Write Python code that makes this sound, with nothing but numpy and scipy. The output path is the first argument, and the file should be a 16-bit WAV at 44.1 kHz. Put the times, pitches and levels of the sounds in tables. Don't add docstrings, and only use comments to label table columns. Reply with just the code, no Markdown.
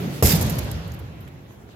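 import sys
import numpy as np
from scipy import signal
from scipy.fft import rfft, irfft
from scipy.io import wavfile
from scipy.ndimage import uniform_filter1d, minimum_filter1d

SR = 44100
rng = np.random.default_rng(int(sys.argv[2]) if len(sys.argv) > 2 else 0)


def log_audio(samples):
    frames = np.atleast_2d(samples).T
    limited = np.clip(frames, -1, 1)
    pcm = np.round(limited * 32767).astype(np.int16)
    wavfile.write(sys.argv[1], SR, pcm)


N = 77175

# (time [s], level [dB], push length [s], direction [+1 or -1])
PAD_BLOWS = [(0.2249, -7, 0.00039, 1), (0.2258, -5.5, 0.00086, -1), (0.2278, -10.5, 0.00055, -1),
             (.2315, -7, 0.00066, 1), (.2355, -9, 0.00067, -1), (0.2415, -3, 0.0044, -1),
             (0.2435, 4.5, 0.0035, 1), (0.2497, -7, 0.0017, -1), (0.26, -24, 0.0026, 1),
             (.2785, -12.5, 0.0022, -1)]
# (pitch [Hz], level [dB], t60 [s])
PAD_MODES = [(65, -10.5, 0.07), (98, -4.5, 0.044), (117, -11.5, 0.12), (203, -4.5, 0.074), (372, -9, .04),
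             (454.4, -12.5, .05), (517, -7, 0.031), (708, -0.5, 0.024), (820, -14.5, 0.09),
             (972, -4.5, 0.023), (1230, -19, .02)]


def padding_thump(pan_db=1, left_lag_s=0.00024):
    force = np.zeros((2, N))
    for start, db, push_s, direction in PAD_BLOWS:
        width = max(int(push_s * SR), 2)
        push = np.hanning(width + 2)[1:-1] * 2 / width
        add(force, start, np.sign(direction) * undb(db) * push, pan_db)
    thump = ring(force, PAD_MODES)
    thump[0] = np.roll(thump[0], int(left_lag_s * SR))
    return thump


# (time [s], level [dB], hold [s], tilt [dB/octave], ping pitch [Hz],
# ping over hiss [dB], ping t60 [s], left minus right [dB])
NET_HITS = [(.2247, -14, .003, -1, 2800, -9, .004, -3), (.2275, -18, .025, 1, 12000, -12, .002, -3),
            (.2525, -24, .004, -4, 5400, -3, .008, -4), (.2554, -18, .01, 0, 11490, -3, .025, -5),
            (.266, -22, .038, 0, 12500, -12, .003, -3), (.2712, -16, .002, 3, 7200, -4, .004, -6),
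            (.2935, -27, .005, -2, 5050, 3, .015, -3), (.3035, -19, .006, -1, 6000, -6, .005, -3),
            (.3095, -20, .018, 0, 4950, -7, .006, -3), (.316, -30, .01, -2, 3700, -3, .008, -3),
            (.33, -31, .04, 0, 5000, -9, .015, -3), (.353, -32, .012, 0, 14500, -9, .01, -3),
            (.4105, -30, .018, 2, 11600, -6, .015, -3), (.461, -38, .008, 2, 11600, -6, .01, -3),
            (.4958, -33, .012, 2, 14200, -6, .015, -3), (.521, -42, .006, 2, 7300, -6, .01, -3),
            (.553, -43, .005, 3, 12000, -9, .01, -3), (.5856, -28, .006, 0, 11650, -9, .01, -3),
            (.63, -49, .02, 3, 11000, -9, .01, -3), (.7133, -31, .003, 3, 12110, -6, .006, -3),
            (.874, -52, .01, 6, 11800, -9, .01, -3), (.9184, -44, .002, 0, 6800, -2, .006, -3),
            (.932, -52, .006, 6, 12000, -9, .01, -3), (.9393, -49, .01, 6, 13000, -9, .01, -3),
            (.9902, -50, .009, 6, 12000, -9, .01, -3), (1.205, -57, .006, 5, 13420, 4, .11, -3),
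            (1.275, -57, .014, -3, 3300, 0, .003, -3)]
# (frequency [Hz], gain [dB])
NET_EQ = [(1000, -22), (2000, -4), (3400, -6), (4400, -7), (5100, -1.5), (6200, -4.5), (7300, -0.5),
          (8600, -9), (10000, -5.5), (11600, -0.5), (13500, 3), (15300, -4.5), (16500, -28)]


def net_rattles(attack_s=0.00027, release_s=0.0025, grain_db=2, detune=0.006):
    out, t = np.zeros((2, N)), np.arange(8192) / SR
    freqs = np.arange(4097) * SR / 8192
    octaves = np.log2(np.maximum(freqs, 1500) / 8000)
    for start, db, hold, tilt, ping_hz, ping_db, t60, pan_db in NET_HITS:
        envelope = np.minimum(t / attack_s, 1) * np.exp(-np.maximum(t - hold, 0) / release_s)
        grains = rng.standard_normal((3, 8192))
        grains *= undb(grain_db * np.repeat(rng.standard_normal(128), 64))
        colour = undb(curve(NET_EQ, freqs) + tilt * octaves) * (freqs > 1000)
        hiss = irfft(rfft(grains) * colour)
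        hiss = (hiss[:2] + .4 * hiss[2]) / hiss.std() * envelope
        pieces = [(ping_hz * (1 + detune * offset), 0, t60) for offset in rng.standard_normal(3)]
        ping = ring(grains[:2] * envelope, pieces)
        ping *= np.sqrt(np.sum(hiss ** 2) / np.sum(ping ** 2))
        add(out, start, undb(db) * (hiss + undb(ping_db) * ping), pan_db)
    return out


def cage_reflections(sound, decay_s=0.042):
    t = np.arange(SR // 2) / SR
    response = rng.standard_normal((2, len(t))) * np.exp(-t / decay_s)
    response /= np.sqrt(np.sum(response[0] ** 2))
    return signal.fftconvolve(sound, response, axes=1)[:, :N]


# (time [s], level [dB])
MAT_TAPS = [(.586, -37), (1.275, -40.5), (1.508, -43), (1.69, -41)]


def ball_bounces(centre_hz=880, width_hz=1700, decay_s=0.0028):
    out, t = np.zeros((2, N)), np.arange(2048) / SR
    radius = np.exp(-np.pi * width_hz / SR)
    resonance = [1, -2 * radius * np.cos(2 * np.pi * centre_hz / SR), radius ** 2]
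    for start, db in MAT_TAPS:
        tap = signal.lfilter([1], resonance, rng.standard_normal((2, len(t))))
        add(out, start, undb(db) * tap / tap.std() * np.exp(-t / decay_s))
    return out


# (time [s], pitch [Hz], level [dB], half width [s])
FAR_ECHOES = [(0.344, 168, -11, .025), (0.41, 75, -42, 0.013), (0.451, 130, -22, 0.011),
              (0.526, 160, -21, 0.02), (0.613, 72, -23, 0.032), (0.76, 75, -25.5, 0.016),
              (0.798, 160, -31, 0.043), (.92, 80, -30, 0.025), (1.02, 118, -35.5, 0.038)]


def far_echoes():
    t = np.arange(N) / SR
    return sum(undb(db) * swell(t, peak_s, width) * np.sin(2 * np.pi * (hz * t + rng.random()))
               for peak_s, hz, db, width in FAR_ECHOES)


# (frequency [Hz], t60 [s], slam tail [dB], bat tail [dB], side minus mid [dB])
HALL_TAILS = [(32.4, 2.2, -53, -61, -10), (65, 2.55, -29, -50, -11), (111, 3, -27, -41, -16),
              (157, 2.49, -27, -31.5, -18), (294, 1.8, -32.5, -40, -8.5), (556, 2.22, -35.5, -46.5, -3.5),
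              (1230, 2.36, -43.5, -54.5, 1.5), (2700, 2.42, -42.5, -52, -0.5),
              (4600, 1.59, -39.5, -57.5, 1.5), (6800, 1.37, -38.5, -55, 1), (8600, 1, -42.5, -67.5, -1.5),
              (12600, 1.43, -36, -51, 1), (15900, .9, -85, -69, -6)]


def hall(build_s=0.0067, slow_below_hz=300, flutter_db=2, flutter_hz=25):
    out, t = 0, np.arange(N) / SR
    since_slam = np.maximum(t - PAD_BLOWS[0][0], 0)
    bands_hz = 30 * 2 ** np.arange(0, 9.2, 1 / 4)
    step = int(SR / flutter_hz)
    for hz, vent_power in zip(bands_hz, ventilation_power(bands_hz)):
        db_per_s = -60 / curve(HALL_TAILS, hz)
        bloom = 1 - np.exp(-since_slam / build_s / (1 + slow_below_hz / hz))
        slam_power = undb(curve(HALL_TAILS, hz, column=2) + db_per_s * since_slam) ** 2 * bloom
        bat_power = undb(curve(HALL_TAILS, hz, column=3) + db_per_s * t) ** 2
        envelope = np.sqrt(slam_power + bat_power + vent_power + swish_power(t, hz))
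        flutter = uniform_filter1d(np.repeat(rng.standard_normal(N // step + 1), step), step)[:N]
        side = undb(curve(HALL_TAILS, hz, column=4)) * noise_band(hz) * np.array([[1], [-1]])
        mid = noise_band(hz)
        out = out + envelope * undb(flutter_db * flutter) * (mid + side)
    return out


# (time [s], half width [s], level [dB], centre [Hz])
CLOTH_SWISHES = [(0.158, 0.053, -55.5, 12700), (.17, .05, -51, 3100), (1.53, 0.026, -72, 12800),
                 (1.72, 0.022, -67.5, 3460)]


def swish_power(t, hz, db_per_octave=9):
    return sum(undb(db - db_per_octave * abs(np.log2(hz / centre_hz))) ** 2 * swell(t, peak_s, width)
               for peak_s, width, db, centre_hz in CLOTH_SWISHES)


# (frequency [Hz], relative spectral density [dB])
ROOM_TONE = [(30, -25), (60, -6.5), (122, -1.5), (250, -10.5), (360, -9.5), (450, -16), (1120, -26.5),
             (3000, -35.5), (5000, -43.5), (7400, -42), (8500, -56), (12000, -40), (16000, -51)]


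def ventilation_power(bands_hz, total_db=-44.5):
    power = undb(curve(ROOM_TONE, bands_hz)) ** 2 * bands_hz
    return power * undb(total_db) ** 2 / power.sum()


def undb(db):
    return 10 ** (np.asarray(db) / 20)


def curve(rows, hz, column=1):
    rows = np.array(rows)
    return np.interp(np.log(np.maximum(hz, 1)), np.log(rows[:, 0]), rows[:, column])


def swell(t, peak_s, width_s):
    return np.exp(-((t - peak_s) / width_s) ** 2)


def noise_band(hz):
    freqs = np.maximum(np.arange(N // 2 + 1) * SR / N, 1)
    noise = irfft(rfft(rng.standard_normal(N)) * np.exp(-(np.log2(freqs / hz) * 5) ** 2), N)
    return noise / noise.std()


def ring(force, modes):
    out = 0
    for hz, db, t60 in modes:
        pole = np.exp(2j * np.pi * hz / SR - np.log(1000) / (t60 * SR))
        out = out + undb(db) * signal.lfilter([1], [1, -pole], force).imag
    return out


def pan(sound, pan_db):
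    return sound * undb(np.array([[pan_db], [-pan_db]]) / 2)


def add(out, start_s, sound, pan_db=0):
    first = int(start_s * SR)
    sound = sound[..., :N - first]
    out[:, first:first + sound.shape[-1]] += pan(sound, pan_db)


def scene():
    rattles = net_rattles()
    close = padding_thump() + rattles + undb(-12) * cage_reflections(rattles)
    return pan(close + ball_bounces() + far_echoes() + hall(), pan_db=-1.1)


def record(dry, limit_db=-1.2, look_ahead_s=0.0073, release_s=0.085, low_cut_hz=44, high_cut_hz=16000):
    ahead = int(look_ahead_s * SR)
    peak = np.abs(dry).max(axis=0) + 1e-9
    target = minimum_filter1d(np.minimum(undb(limit_db) / peak, 1), 2 * ahead + 1)
    pole = np.exp(-1 / (release_s * SR))
    recovery = signal.lfilter([1 - pole], [1, -pole], target - 1) + 1
    gain = uniform_filter1d(np.minimum(target, recovery), ahead)
    out = signal.sosfilt(signal.ellip(8, .2, 70, high_cut_hz, fs=SR, output="sos"), dry * gain)
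    out = signal.sosfilt(signal.butter(3, low_cut_hz, "high", fs=SR, output="sos"), out)
    return np.clip(out, -1, 1)


dry = scene()
out = record(dry)
log_audio(out)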